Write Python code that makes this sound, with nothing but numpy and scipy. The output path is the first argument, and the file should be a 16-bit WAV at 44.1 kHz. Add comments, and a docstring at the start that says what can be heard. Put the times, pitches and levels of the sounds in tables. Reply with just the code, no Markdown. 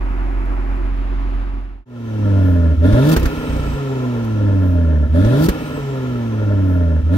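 """A turbocharged five-cylinder car, heard outdoors close behind its tailpipes.
Its idle throbs and fades out; it fades in again on falling revs, and the throttle is blipped.
Each firing pushes out gas that rings the pipes, so a blip rasps and hisses. As the fuel is cut,
unburnt fuel bangs and burbles in the exhaust, and a thin whine sinks with the revs."""
import sys
import numpy as np
from scipy import signal
from scipy.fft import rfft, irfft, next_fast_len
from scipy.io import wavfile
from scipy.ndimage import uniform_filter1d, minimum_filter1d

SR = 44100
rng = np.random.default_rng(int(sys.argv[2]) if len(sys.argv) > 2 else 0)


def to_wav(s):
    """Save 16-bit WAV."""
    ch = np.atleast_2d(s).T  # columns
    pcm = np.round(np.clip(ch, -1, 1) * 32767)  # PCM
    wavfile.write(sys.argv[1], SR, pcm.astype(np.int16))


N = 316197
TIME = np.arange(N) / SR
FFT_SIZE = next_fast_len(N + 8192, True)
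BINS_HZ = np.fft.rfftfreq(FFT_SIZE, 1 / SR)

# tones of the idle: multiple_of_firing_rate, level_db
IDLE_TONES = [(1, 5.5), (1.6, -22.5), (2, -16.5), (3, -27), (4, -25.5), (4.6, -26), (5, -22), (5.8, -32),
              (6, -13.5), (6.2, -37), (7, -47), (7.55, -21.5), (8, -28)]
# tone colour of the idle clatter, and its treble part: pitch_hz, level_db
CLATTER_COLOUR = [(65, -10.5), (110, -13.5), (135, -12.5), (177, -14), (279, -10), (358, -9), (414, -19),
                  (786, -17), (1320, -19), (1530, -22.5), (2610, -28), (2960, -32.5), (8330, -56),
                  (12300, -55.5), (15500, -57)]
CLATTER_TREBLE = [(2000, -19.5), (3100, -0.5), (4500, -0.5), (8000, -11.5)]
# slow changes as the microphone moves behind the car: time_s, level_db
CLATTER_BRIGHTNESS = [(0, -4.5), (.7, -5), (1.0, 0.5), (1.6, 0.5)]
CLATTER_LEVEL = [(0, -34), (.7, -34), (1.0, -37), (1.5, -37)]
REVVING_LEVEL = [(1.9, 1.5), (2.6, 0.2), (3.4, -0.5), (5.4, -1.5), (6.2, -1.8)]
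# engine speed: time_s, firing_rate_hz
ENGINE_SPEED = [(1.85, 125.3), (2.25, 103.3), (2.77, 76.3), (2.84, 85), (2.9, 101), (3.1, 159.5),
                (3.3, 159), (3.75, 142), (4.05, 124.5), (4.5, 100), (5.08, 70.7), (5.15, 81), (5.25, 105),
                (5.44, 163.5), (5.85, 138.5), (6.3, 112.5), (7.02, 76), (7.1, 83), (7.17, 100)]
# quick presses of the pedal: start_s, lag_until_engine_pulls_s
THROTTLE_BLIPS = [(2.758, 0.059), (5.081, .04), (7.022, 0.091)]
# cylinders in firing order: strength_db, lateness_in_firings
CYLINDER_PULSES = [(6.5, 0.014), (4, -0.026), (5.5, 0.034), (1, 0.0), (2.5, -0.024)]
# pitches at which parts of the exhaust ring: pitch_hz, width_hz, level_db
SILENCER_RINGS = [(59.5, 29, -1), (168, 80.5, -6.5), (250, 39.6, 1), (296.7, 42.6, -2)]
PIPE_RINGS = [(412.6, 23.5, 2), (529.7, 27, -2), (675, 16.7, -9.5), (805, 100, -16), (916, 38, -11),
              (1024, 44, -12.5)]
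BOOM_RING = [(603, 30, 0)]
BOOM_BAND = [(568, 68, 0)]
TIP_RINGS = [(1355, 67, -7), (1401, 30, 7), (1722, 62, -1.5), (1828, 25, -4.5), (2115, 65, -16)]
METAL_RINGS = [(2257, 72, 1), (2555, 53, 2), (2700, 39, 3), (3062, 68, -1), (3880, 26, -3),
               (4050, 26, -24.5), (6250, 100, -29)]
HOWL_RINGS = [(1700, 130, -2.5), (3290, 92, -1), (3640, 440, -4.5), (10200, 720, -18)]
# tone colour of each noise: pitch_hz, level_db
RUSH_COLOUR = [(380, -18), (680, -12.5), (800, -8.5), (990, -6.5), (1160, -12.5), (1350, 1.5),
               (1570, -31.5), (1760, -11), (1980, -15), (2400, -21.5), (3200, -15.5), (4600, -26),
               (5700, -23.5), (7300, -32), (11000, -36.5), (15000, -62)]
JET_COLOUR = [(1500, -32), (3000, -13), (4400, 11.5), (7000, 4), (10000, 1.5), (12500, 9), (15500, 4.5)]
SIZZLE_COLOUR = [(5000, -27.5), (9000, -11), (12500, -3.5), (14200, -2), (16000, -9.5)]
CRACK_COLOUR = [(700, -21), (1400, 17.5), (2500, 12), (4400, 5), (7000, 4), (10000, 4), (12500, 12.5),
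                (15500, 7.5)]
BARK_COLOUR = [(60, -26.5), (180, 5.0), (420, 2.0), (750, -14.5), (1400, -11.5), (2500, -22.5),
               (6000, -25.5), (15000, -53)]
# strength of the whine as it sinks: pitch_hz, level_db
WHINE_LEVEL = [(4500, -84.5), (5400, -68.5), (6000, -62), (6700, -66), (7400, -62), (7850, -55),
               (8300, -57), (8800, -62)]
# bangs of unburnt fuel: start_s, thump_db, bark_db, crack_db
FUEL_BANGS = [(2.927, 3, -20.5, -52), (3.163, -2.5, -7.5, -26), (3.194, -6, -27.5, -39),
              (3.228, -3, -20, -39.5), (3.255, -1, -13, -34.5), (3.375, -14.5, -35.5, -58),
              (4.245, -51, -41.5, -49), (5.247, -6, -22.5, -53), (5.485, -3, -8.5, -26.5)]
# stereo width: pitch_hz, side_against_middle_db
STEREO_WIDTH = [(50, -12.5), (150, -17), (240, -11), (335, 1.5), (420, -9.5), (600, -3), (780, 5),
                (950, -9), (1200, 4.5), (1400, -4), (1800, 1), (3000, -1), (15000, 1)]
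# part of the side sound that reaches one side first: pitch_hz, signed_share
STEREO_DIRECT = [(100, 0.87), (300, 0.99), (600, 1), (1400, 0.76), (1800, -0.043), (2600, -.3), (4000, .1),
                 (15000, .05)]
# stereo balance: pitch_hz, left_minus_right_db
STEREO_LEAN = [(45, -2.5), (100, -0.5), (200, -0.5), (290, -4), (340, -3), (385, 6.5), (450, -0.5),
               (650, -0.5), (1000, -1), (15000, 2.5)]

# Off the throttle, the slowing engine passes three states:
# overrun (no fuel), coasting (weak firing), catching (firm firing).
# base gain of each layer at MID_RATE_HZ:
# throttle_db, overrun_db, coasting_db, catching_db, rise_per_doubling_of_speed_db
FIRST_DB = (-11.5, -28.5, -21, -13, -2.5)
SECOND_DB = (-21, -37, -45.5, -25.5, 3)
THIRD_DB = (-30, -46.5, -35, -36, -3)
RUMBLE_DB = (-20.5, -27.5, -32.5, -26.5, 1.5)
PIPE_DB = (-29.5, -37.5, -34.5, -33.5, 6)
BOOM_DB = (-25, -40, -45, -33.5, -3)
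TIPS_DB = (-34.5, -43, -44.5, -41.5, -2)
RUSH_DB = (-41.5, -47.5, -47, -47, 9.5)
JET_DB = (-53, -57.5, -60, -62, 8)
# swirling part of the flow: throttle_share, overrun_share, coasting_share, catching_share
TURBULENCE = (0.45, 0.63, 0.53, 0.42)

IDLE_RATE_HZ, MID_RATE_HZ = 45.56, 100  # firings per second
HOLD_S, OPEN_S, SHUT_S = 0.3815, 0.03, 0.021  # pedal held, throttle opening, throttle shutting
CHOKE_LAG_S, CHOKE_S, CHOKE_DB = 0.025, 0.042, -9.5  # the pipes go quiet just after each press
MIDDLE_ONLY = [[1], [0]]  # sounds have two rows: the middle and the scattered sound


def amp(db):
    """Turns decibels into gain."""
    return 10 ** (np.asarray(db) / 20)


def unit(x):
    """Scales to an average power of 1."""
    return x / np.sqrt(np.mean(x ** 2) + 1e-20)


def ramp(x):
    """Rises from 0 to 1 as x does, and stays there."""
    return np.clip(x, 0, 1)


def bump(x, centre, width):
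    """A bell shape of height 1."""
    return np.exp(-((x - centre) / width) ** 2)


def over_time(rows):
    """A table's value at every sample."""
    return np.interp(TIME, *np.transpose(rows))


def over_pitch(rows, hz=BINS_HZ):
    """A table's value at each pitch."""
    pitch_hz, value = np.transpose(rows)
    return np.interp(np.log(hz + 1), np.log(pitch_hz + 1), value)


def filtered(x, response):
    """Turns each pitch in x up or down by the response."""
    return irfft(rfft(x, FFT_SIZE) * response, FFT_SIZE)[..., :N]


def coloured(noise, colour):
    """Gives noise a tone colour, at power 1."""
    return unit(filtered(noise, amp(over_pitch(colour))))


def ringing(rows):
    """Response of a set of resonances; neighbours alternate in sign, as along a pipe."""
    return sum((-1) ** k * amp(db) * 1j * BINS_HZ * width
               / (hz ** 2 - BINS_HZ ** 2 + 1j * BINS_HZ * width)
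               for k, (hz, width, db) in enumerate(rows))


def low_cut(hz, order=4):
    """Response that removes the sound below hz."""
    return signal.freqs(*signal.butter(order, 1, "high", analog=True), BINS_HZ / hz)[1]


def wander(rate_hz):
    """A smooth random wobble of power 1."""
    return unit(filtered(rng.standard_normal(N), 1 / (1 + (BINS_HZ / rate_hz) ** 4)))


def puffs(firings, length, base):
    """Noise from two outlets that flares at each firing and dies back to a steady base."""
    return unit((base + np.exp(-(firings % 1) / length)) * rng.standard_normal((2, N)))


def idle(throb_db=-18.5, ticks_db=-76.5, attack_s=0.01):
    """A deep, even throb under the clatter of the engine bay and faint ticks of hot metal."""
    firings = np.cumsum(IDLE_RATE_HZ * (1 + 0.003 * wander(1.7))) / SR
    throb = sum(amp(db) * np.cos(2 * np.pi * k * firings + 0.12 * k * wander(6.1))
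                for k, db in IDLE_TONES)
    throb = unit(throb) * amp(throb_db + 0.96 * wander(26))
    clatter = coloured(puffs(2 * firings, length=0.12, base=5.6), CLATTER_COLOUR)
    treble = filtered(clatter, amp(over_pitch(CLATTER_TREBLE)))
    clatter += treble * (amp(over_time(CLATTER_BRIGHTNESS)) - 1)
    clatter *= amp(over_time(CLATTER_LEVEL) + 0.5 * wander(25))
    ticks = (rng.random((2, N)) < 40 / SR) * rng.exponential(1, (2, N))
    ticks = unit(filtered(ticks, low_cut(4500))) * amp(ticks_db)
    return (throb * MIDDLE_ONLY + clatter + ticks) * ramp(TIME / attack_s)


def engine_states(rate_hz, fuel_below_hz=143, catch_below_hz=113.6):
    """Shares of throttle, overrun, coasting and catching, which add up to 1."""
    throttle = sum(ramp((TIME - start_s - lag_s) / OPEN_S) * ramp(1 - (TIME - start_s - HOLD_S) / SHUT_S)
                   for start_s, lag_s in THROTTLE_BLIPS)
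    fuel = ramp((fuel_below_hz - rate_hz) / 3.3)
    catch = ramp((catch_below_hz - rate_hz) / 11.7)
    off = 1 - throttle
    return np.array([throttle, off * (1 - fuel), off * fuel * (1 - catch), off * fuel * catch])


def level(layer_db, rate_hz, states):
    """Gain of a layer, from the engine's state and speed."""
    return amp(np.dot(layer_db[:-1], states) + layer_db[-1] * np.log2(rate_hz / MID_RATE_HZ))


def dip(lag_s, width_s, depth_db):
    """Gain that dips briefly at the start of each blip."""
    return amp(depth_db * sum(bump(TIME, start_s + lag_s, width_s) for start_s, _ in THROTTLE_BLIPS))


def engine_note(firings, rate_hz, states):
    """The firings make a deep note; its two overtones swell as they cross drones of the exhaust."""
    coasting = states[2]
    phase = 2 * np.pi * firings
    second_swell = amp(22.4 * coasting * bump(2 * rate_hz, centre=236, width=40))
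    third_swell = amp(14.6 * bump(3 * rate_hz, centre=271.7, width=39.7))
    first = level(FIRST_DB, rate_hz, states) * np.cos(phase)
    second = level(SECOND_DB, rate_hz, states) * second_swell * np.sin(2 * phase)
    third = level(THIRD_DB, rate_hz, states) * third_swell * np.cos(3 * phase)
    overtones = (second + third) * dip(CHOKE_LAG_S, CHOKE_S, CHOKE_DB)
    stumble = dip(lag_s=0, width_s=0.012, depth_db=-15.5)
    return np.sqrt(2) * (first + overtones) * stumble * MIDDLE_ONLY


def exhaust_pulses(firings, scatter_db=0.6, push=0.81, suck=-0.27):
    """Each firing pushes, then sucks: gives the even pulses, and what unequal cylinders add."""
    number = np.arange(1, int(firings[-1]) - 1)
    strength_db, lateness = np.array(CYLINDER_PULSES)[number % len(CYLINDER_PULSES)].T
    size = amp(strength_db + scatter_db * rng.standard_normal((2000, 2))[:len(number)].T)
    even, unequal = np.zeros((2, 2, N))
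    for offset, pressure in (0, push), (0.5, suck):
        even[:, np.searchsorted(firings, number + offset)] = pressure
        unequal[:, np.searchsorted(firings, number + offset + lateness)] = pressure * size / size.mean()
    return unit(even), unit(unequal - even)


def pipe_rasp(firings, rate_hz, states):
    """Pulses and puffs of gas ring the pipes; uneven firings rumble in the silencer."""
    even, uneven = exhaust_pulses(firings)
    gas = puffs(firings, length=0.71, base=0.49)
    unevenness = ramp(1 - 0.19 * states[2])  # the pulses are more alike when coasting
    swirl = ramp(np.dot(TURBULENCE, states))  # greatest when the turbo blows through with no fuel
    drive = (1 - swirl) * (even + unevenness * uneven) + swirl * gas
    steady = (1 - swirl) * even
    rumble = unit(filtered(uneven + 0.5 * gas, ringing(SILENCER_RINGS) * low_cut(26, order=3)))
    pipe = unit(filtered(drive, ringing(PIPE_RINGS) * low_cut(354, order=8)))
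    boom = unit(filtered(drive + 0.37 * steady, ringing(BOOM_RING) * ringing(BOOM_BAND)))
    tips = unit(filtered(drive + 0.44 * steady, ringing(TIP_RINGS) * low_cut(1150)))
    rings = (pipe * level(PIPE_DB, rate_hz, states)
             + boom * level(BOOM_DB, rate_hz, states)
             + tips * level(TIPS_DB, rate_hz, states))
    rings *= amp(1.5 * wander(12))  # short, uneven surges
    return rumble * level(RUMBLE_DB, rate_hz, states) + rings * dip(CHOKE_LAG_S, CHOKE_S, CHOKE_DB)


def gas_flow(firings, rate_hz, states, boost_above_hz=139.8, boost_db=15.5, bleed_s=0.27, bleed_db=4.5):
    """Gas rushes out, rings the hot metal, howls under load and hisses as the turbo boosts it."""
    throttle, overrun, _, _ = states
    rush = coloured(puffs(firings, length=0.88, base=4.4), RUSH_COLOUR)
    metal = unit(filtered(puffs(firings, length=0.24, base=0.53), ringing(METAL_RINGS) * low_cut(1400)))
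    jet = coloured(puffs(firings, length=0.29, base=2.2), JET_COLOUR)
    howl = unit(filtered(puffs(firings, length=0.47, base=0.94), ringing(HOWL_RINGS) * low_cut(2900)))
    flow = (rush * amp(4) + metal * amp(-6 + 3.6 * overrun)) * (1 - 0.21 * throttle)
    flow += howl * throttle * amp(-5)
    flow *= level(RUSH_DB, rate_hz, states) * dip(CHOKE_LAG_S, CHOKE_S, depth_db=-1)
    boost = throttle * ramp((rate_hz - boost_above_hz) / 23.2)
    # the boost bleeds away after the throttle shuts
    bleed = sum((TIME > start_s + HOLD_S) * np.exp(-abs(TIME - start_s - HOLD_S) / bleed_s)
                for start_s, _ in THROTTLE_BLIPS)
    flare_db = boost_db * boost + bleed_db * overrun * bleed
    jet *= level(JET_DB, rate_hz, states) * amp(flare_db + 0.49 * wander(30))
    return (flow + jet) * amp(3 * boost * wander(70))  # at full boost the flow tears and flickers


def whine(rate_hz, states, cycles_per_firing=54.9):
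    """A thin, unsteady whistle that sinks with the engine speed once the throttle is shut."""
    pitch_hz = cycles_per_firing * rate_hz
    flutter = 1 + 0.0068 * np.array([wander(90), wander(90)])
    gain = (1 - states[0]) * amp(over_pitch(WHINE_LEVEL, pitch_hz) + 0.5 + 3.1 * wander(12))
    return gain * np.sin(2 * np.pi * np.cumsum(pitch_hz * flutter, axis=1) / SR)


def sizzle(firings, rate_hz, loudest_rate_hz=91, level_db=-58.5):
    """Faint, high puffs that swell as the engine passes one speed."""
    hiss = coloured(puffs(firings, length=0.2, base=0.6), SIZZLE_COLOUR)
    return hiss * amp(level_db) * bump(rate_hz, loudest_rate_hz, width=5)


def bangs(rows, thump_hz=56, thump_s=0.011, bark_s=0.01, crack_s=0.0048):
    """Fuel goes off in the exhaust: a low thump, a bark of the pipe and a sharp crack of gas."""
    thump, bark, crack = np.zeros((3, N))
    t = np.arange(SR // 8) / SR
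    for start_s, thump_db, bark_db, crack_db in rows:
        span = slice(round(start_s * SR), round(start_s * SR) + len(t))
        thump[span] += amp(thump_db) * np.sin(2 * np.pi * thump_hz * t) * np.exp(-t / thump_s)
        bark[span] += amp(bark_db) * (1 - np.exp(-t / 0.0014)) * np.exp(-t / bark_s)
        crack[span] += amp(crack_db) * t / crack_s * np.exp(1 - t / crack_s)
    bark_noise, crack_noise = rng.standard_normal((2, 2, N))
    return (filtered(thump, low_cut(33, order=3)) * MIDDLE_ONLY
            + filtered(bark_noise * bark, unit(amp(over_pitch(BARK_COLOUR))))
            + filtered(crack_noise * crack, unit(amp(over_pitch(CRACK_COLOUR)))))


def burble(firings, start_s=3.495, count=8, first_db=(-7, -26, -62), step_db=-0.5):
    """Rows of soft bangs, growing weaker: the same cylinder misfires in each engine cycle."""
    misfires = np.interp(start_s, TIME, firings) + len(CYLINDER_PULSES) * np.arange(count)
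    times_s = np.interp(misfires, firings, TIME)
    return [(time_s, *np.add(first_db, step_db * k)) for k, time_s in enumerate(times_s)]


def stereo(pair):
    """Left and right hear the direct sound slightly apart, and the scattered sound differently."""
    middle, scattered = pair
    width = amp(over_pitch(STEREO_WIDTH))
    direct = np.clip(over_pitch(STEREO_DIRECT), -1, 1)
    lean = np.tanh(np.log(amp(over_pitch(STEREO_LEAN))) / 2)
    side = filtered(middle, lean + 1j * width * direct)
    side += filtered(scattered, width * np.sqrt(1 - direct ** 2))
    return np.array([middle + side, middle - side])


def scene(change_s=1.853, fade_out_s=0.5, fade_in_s=0.52):
    """The idle fades out, then the revving fades in."""
    rate_hz = over_time(ENGINE_SPEED)
    firings = np.cumsum(rate_hz) / SR  # how many firings so far
    states = engine_states(rate_hz)
    engine = engine_note(firings, rate_hz, states) + pipe_rasp(firings, rate_hz, states)
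    engine += gas_flow(firings, rate_hz, states) + whine(rate_hz, states) + sizzle(firings, rate_hz)
    revving = engine * amp(over_time(REVVING_LEVEL)) + bangs(FUEL_BANGS + burble(firings))
    fade_out = ramp((change_s - TIME) / fade_out_s)
    fade_in = ramp((TIME - change_s) / fade_in_s)
    return stereo(idle() * fade_out + revving * fade_in)


def record(dry, ceiling=0.88, top_hz=15800):
    """A fast limiter turns down the loudest peaks, then the highest treble is cut."""
    gain = np.minimum(1, ceiling / (abs(dry).max(0) + 1e-9))
    limited = dry * uniform_filter1d(minimum_filter1d(gain, size=200), size=200)
    treble_cut = signal.firwin(511, top_hz, window=("kaiser", 9), fs=SR)
    return signal.oaconvolve(limited, treble_cut[None], "same")


dry = scene()
out = record(dry)
to_wav(out)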